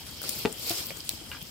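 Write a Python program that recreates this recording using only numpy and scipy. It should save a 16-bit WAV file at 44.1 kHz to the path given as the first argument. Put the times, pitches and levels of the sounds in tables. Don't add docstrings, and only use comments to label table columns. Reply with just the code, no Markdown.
import sys
import numpy as np
from scipy import signal
from scipy.fft import rfft, irfft
from scipy.io import wavfile

SR = 44100
rng = np.random.default_rng(int(sys.argv[2]) if len(sys.argv) > 2 else 0)


def makeup_ratio(level_db):
    decades = np.asarray(level_db, float) / 20
    return 10 ** decades


def unload_audio(sound):
    columns = np.transpose(np.atleast_2d(sound))
    steps = np.round(np.clip(columns, -1, 1) * 32767)
    wavfile.write(sys.argv[1], SR, steps.astype(np.int16))


N = 66150

# hz, level_db
RUMBLE_COLOUR = [(15, -24), (25, -4), (71, 3), (273, -5), (337, -12.5), (743, -14), (1540, -13),
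                 (1730, -13.5), (2500, -15.5), (3250, 2), (5500, -120)]
# hz, likeness_0_to_1
LIKENESS = [(60, 1), (300, 0.93), (700, 0.76), (1400, 0.13), (3000, 0.051), (8000, 0.02)]
# time_s, level_db
TUG = [(0, -45.5), (.2, -46), (.225, -42.5), (0.281, -37.5), (0.426, -38.5), (.47, -45), (0.612, -42.5),
       (0.666, -36), (0.701, -31.5), (0.744, -36), (0.782, -34), (0.848, -40.5), (.93, -44.5),
       (1.07, -45.5), (1.11, -41.5), (1.2, -47.5), (1.3, -45), (1.39, -47.5)]
# hz, level_db_per_hz
LEAF_COLOUR = [(200, 0), (400, -6), (800, -10), (1700, -11.5), (2500, -0.5), (5000, -2), (10000, -7),
               (16500, -7)]
# start_s, peak_db, colour_hz, brightness_db, t60_s
SNAPS = [(.2165, -25, 14600, -3, 0.0087), (.2303, -20, 9600, 9, 0.0092), (.2910, -12, 9000, 6.5, .014),
         (.525, -24.5, 8440, -13, 0.011), (.594, -28, 13000, -3.0, 0.013), (.6945, -14.5, 7900, 15, 0.016),
         (.867, -25, 14000, -4, 0.013), (.9045, -24.5, 2280, -12, 0.011), (.9695, -26.5, 7560, -2, .012),
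         (1.003, -27.5, 4900, -14, 0.0092), (1.048, -32, 13000, 6, 0.0083), (1.0772, -38, 5040, -6, .008),
         (1.0920, -9, 9000, 20, 0.0052), (1.261, -36, 12000, 4.0, 0.022), (1.4117, -28, 3260, -3.5, 0.041),
         (1.425, -30, 13100, -7, 0.013)]
# start_s, peak_db, pitch_hz, t60_s
KNOCKS = [(0.229, -43.5, 210, 0.059), (0.289, -41.5, 246, 0.14), (0.4517, -11.5, 385, 0.018),
          (.4562, -19, 409.3, 0.12), (0.4626, -29, 454, 0.084), (.706, -28, 339, 0.075),
          (.7075, -32, 694, 0.15), (0.217, -32.5, 1510, 0.044), (0.24, -29.5, 1386, 0.035),
          (.905, -33.5, 563, 0.045), (.916, -35.5, 620, 0.029), (0.971, -38.5, 496, 0.018),
          (1.135, -37.5, 311, .05), (1.213, -40, 371, 0.066), (1.219, -40.5, 342, 0.047)]
# ratio_to_pitch, level_db, share_of_t60
STEM_MODES = [(.42, -12, 1.8), (.55, -10, 0.42), (1.0, 4.14, 0.82), (1.09, -3, 0.53), (1.6, -6.5, 0.51),
              (2.05, -1.5, 0.75), (3.0, -13, 0.27)]
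# start_s, peak_db
CRACKS = [
    (.4514, -22),
    (0.4565, -15.5),
    (0.4595, -35),
]
# pitch_hz, level_db, t60_s
CRACK_MODES = [(1030, -7, 0.01), (1934, 1, 0.022), (2510, 7, 0.013), (2740, 9.5, 0.007), (3520, -6, 0.0069),
               (4040, -7, 0.01), (4360, -14, 0.012)]
# pitch_hz, level_db, t60_s
CREAK_MODES = [(1240, -26, 0.0079), (1460, -4, 0.017), (1614, -0.5, 0.053), (1710, 8, 0.0039),
               (2000, -2, 0.014), (2400, 6.5, 0.018), (2820, -9, 0.027)]
# delay_s, level_db
ECHOES = [(.004, -15), (.0091, -10), (0.0178, -12.5), (0.0271, -25)]
# hz, level_db
LEFT_PORT = [(300, 4.5), (1400, 2), (3000, -3.5), (5300, 0.6), (6300, -1.5), (8000, 4.5), (11300, 0.5),
             (14000, 7)]
# hz, level_db
RIGHT_PORT = [(300, -2.5), (3000, -3.65), (5200, 6), (5950, -4.5), (6800, -3), (9000, -10.5), (11000, -2.5),
              (15500, -7.5)]

CREAK_START_S = 1.316


def rms_one(x):
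    return x / np.sqrt(np.mean(x ** 2) + 1e-20)


def at_hz(points, hz):
    table_hz, value = np.transpose(points)
    return np.interp(np.log(hz), np.log(table_hz), value)


def colour(x, points):
    hz = np.maximum(np.arange(N // 2 + 1) * SR / N, 1)
    return irfft(rfft(x) * makeup_ratio(at_hz(points, hz)), N)


def bandpass(x, order, low_hz, high_hz):
    return signal.sosfilt(signal.butter(order, [low_hz, high_hz], "band", fs=SR, output="sos"), x)


def highpass(x, order, hz):
    return signal.sosfilt(signal.butter(order, hz, "high", fs=SR, output="sos"), x)


def drift(rate_hz):
    r = np.exp(-40 * np.pi * rate_hz / SR)
    noise = rng.standard_normal(N // 20 + 4002)
    slow = signal.lfilter([1], [1, -2 * r, r * r], noise)[4000:]
    return np.interp(np.arange(N) / 20, np.arange(len(slow)), rms_one(slow - slow.mean()))


def click(start_s, db):
    out = np.zeros(N)
    out[int(start_s * SR)] = -makeup_ratio(db)
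    return out


def ring(clicks, hz, t60_s):
    r, w = makeup_ratio(-60 / (t60_s * SR)), 2 * np.pi * hz / SR
    return signal.lfilter([0, np.sin(w)], [1, -2 * r * np.cos(w), r * r], clicks + 1e-18)


def ring_modes(clicks, modes):
    return sum(makeup_ratio(db) * ring(clicks, hz, t60_s) for hz, db, t60_s in modes)


def die_away(clicks, t60_s):
    return signal.lfilter([1], [1, -makeup_ratio(-60 / t60_s / SR)], clicks)


def bands(draw, low_hz, patchy_db):
    out, together = 0, drift(9)
    edges_hz = low_hz * 2 ** np.arange(0, np.log2(17000 / low_hz), .4)
    raw = [draw() for k in range(3)]
    for k, (low, high) in enumerate(zip(edges_hz, edges_hz[1:])):
        lead_in = np.tile(raw[k % 3], 2)[:, N // 2:]
        mid, side = bandpass(lead_in, 2, low, high)[:, -N:]
        alike = np.clip(at_hz(LIKENESS, np.sqrt(low * high)), 0, 1)
        flicker = makeup_ratio(patchy_db * (0.27 * together + 1.02 * drift(21.3)))
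        out = out + flicker * (np.sqrt(1 + alike) * mid + np.sqrt(1 - alike) * side * [[1], [-1]])
    return out


def rumble():
    noise = bands(lambda: rng.standard_normal((2, N)), 25.8, patchy_db=3.05)
    return makeup_ratio(-46.5) * rms_one(colour(noise, RUMBLE_COLOUR + [(5000, -74)]))


def rustle():
    grains_per_s, grain_spread_db, clump_db, smooth_share = 3300, 4, 2, 0.66
    brighten_hz, brighten_share = 9000, 0.2
    tug_db = np.interp(np.arange(N) / SR, *np.transpose(TUG))
    swing_db = tug_db - tug_db.mean()
    chance = grains_per_s * makeup_ratio(.5 * swing_db + 4.0 * drift(60)) / SR

    def grains():
        size = makeup_ratio(grain_spread_db * np.minimum(rng.exponential(1, N), 5))
        size = size * (rng.random(N) < chance)
        return rng.standard_normal((2, N)) * (smooth_share + (1 - smooth_share) * rms_one(size))

    leaves = rms_one(colour(bands(grains, 302, clump_db), LEAF_COLOUR))
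    top = colour(leaves, [(brighten_hz / 1.2, -30), (brighten_hz * 1.43, 0)])
    return makeup_ratio(tug_db + 1.5) * (leaves + (makeup_ratio(brighten_share * swing_db) - 1) * top)


def snaps():
    rise_share_of_t60, body_width_ratio, right_lag_samples = .07, 1.15, 14
    port_gain = makeup_ratio(np.array([[-.3], [.3]]))
    length = 1500
    out, t = np.zeros((2, N + 2000)), np.arange(length) / SR
    for start_s, db, hz, bright_db, t60_s in SNAPS:
        rise = 1 - np.exp(-(t / (rise_share_of_t60 * t60_s)) ** 2)
        shape = rise * makeup_ratio(-60 * t / max(t60_s, .002))
        shared = shape * rng.standard_normal(length) ** 3
        burst = 2.1 * shape * rng.standard_normal((2, length))
        burst = burst + np.array([shared, np.roll(shared, right_lag_samples)])
        edge = highpass(burst, 4, 2500)
        body = bandpass(burst, 2, hz / body_width_ratio, hz * body_width_ratio)
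        burst = makeup_ratio(bright_db) * rms_one(edge) + rms_one(body)
        i = int(start_s * SR)
        out[:, i:i + length] += makeup_ratio(db + 1.0) * burst / np.abs(burst).max() * port_gain
    return out[:, :N]


def knocks():
    out = np.zeros(N)
    for start_s, db, hz, t60_s in KNOCKS:
        push = click(start_s, db - 8.5)
        out += ring_modes(push, [(hz * ratio, level_db, t60_s * share) for ratio, level_db, share in STEM_MODES])
    return bandpass(out, 1, 70, 1240)


def cracks():
    pushes = sum(click(start_s, db - 11.5) for start_s, db in CRACKS)
    grit = rng.standard_normal(N)
    splinter = makeup_ratio(7) * bandpass(grit * die_away(pushes, 0.025), 4, 500, 4200)
    shudder = makeup_ratio(2) * bandpass(grit * die_away(pushes, 0.37), 2, 180, 616)
    return ring_modes(pushes, CRACK_MODES) + splinter + shudder


def ping():
    return ring(click(CREAK_START_S, -23.5), 2860, t60_s=.022)


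def creak():
    length_s, slips_per_s, jitter, level_db, fade_db = 0.063, 165, 0.29, -47, 10.5
    count = np.arange(int(length_s * slips_per_s))
    late_s = (count + jitter * rng.standard_normal(len(count))) / slips_per_s
    slips = sum(click(CREAK_START_S + a, level_db - fade_db * (a / length_s) ** 2) for a in late_s)
    slips = slips + 0.165 * rng.standard_normal(N) * signal.lfilter([1], [1, -.993], slips)
    return highpass(ring_modes(slips, CREAK_MODES), 2, 1000)


def echoes(x):
    dull = signal.lfilter([.4], [1, -.6], x)
    ports = []
    for port, stretch in zip(dull, (1, 1.065)):
        ports.append(sum(makeup_ratio(db) * np.roll(port, int(s * stretch * SR)) for s, db in ECHOES))
    return np.array(ports)


def scene():
    hits = snaps() + knocks() + cracks() + ping() + creak()
    return rumble() + rustle() + hits + echoes(hits)


def band_limit(x):
    return signal.sosfilt(signal.butter(12, 16980, fs=SR, output="sos"), x)


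def record(dry):
    ports = np.array([colour(dry[0], LEFT_PORT), colour(dry[1], RIGHT_PORT)])
    ports = highpass(ports, 4, 48)
    mix = signal.sosfilt(signal.cheby2(20, 30, 15950, fs=SR, output="sos"), ports)
    return band_limit(mix)


dry = scene()
out = record(dry)
unload_audio(out)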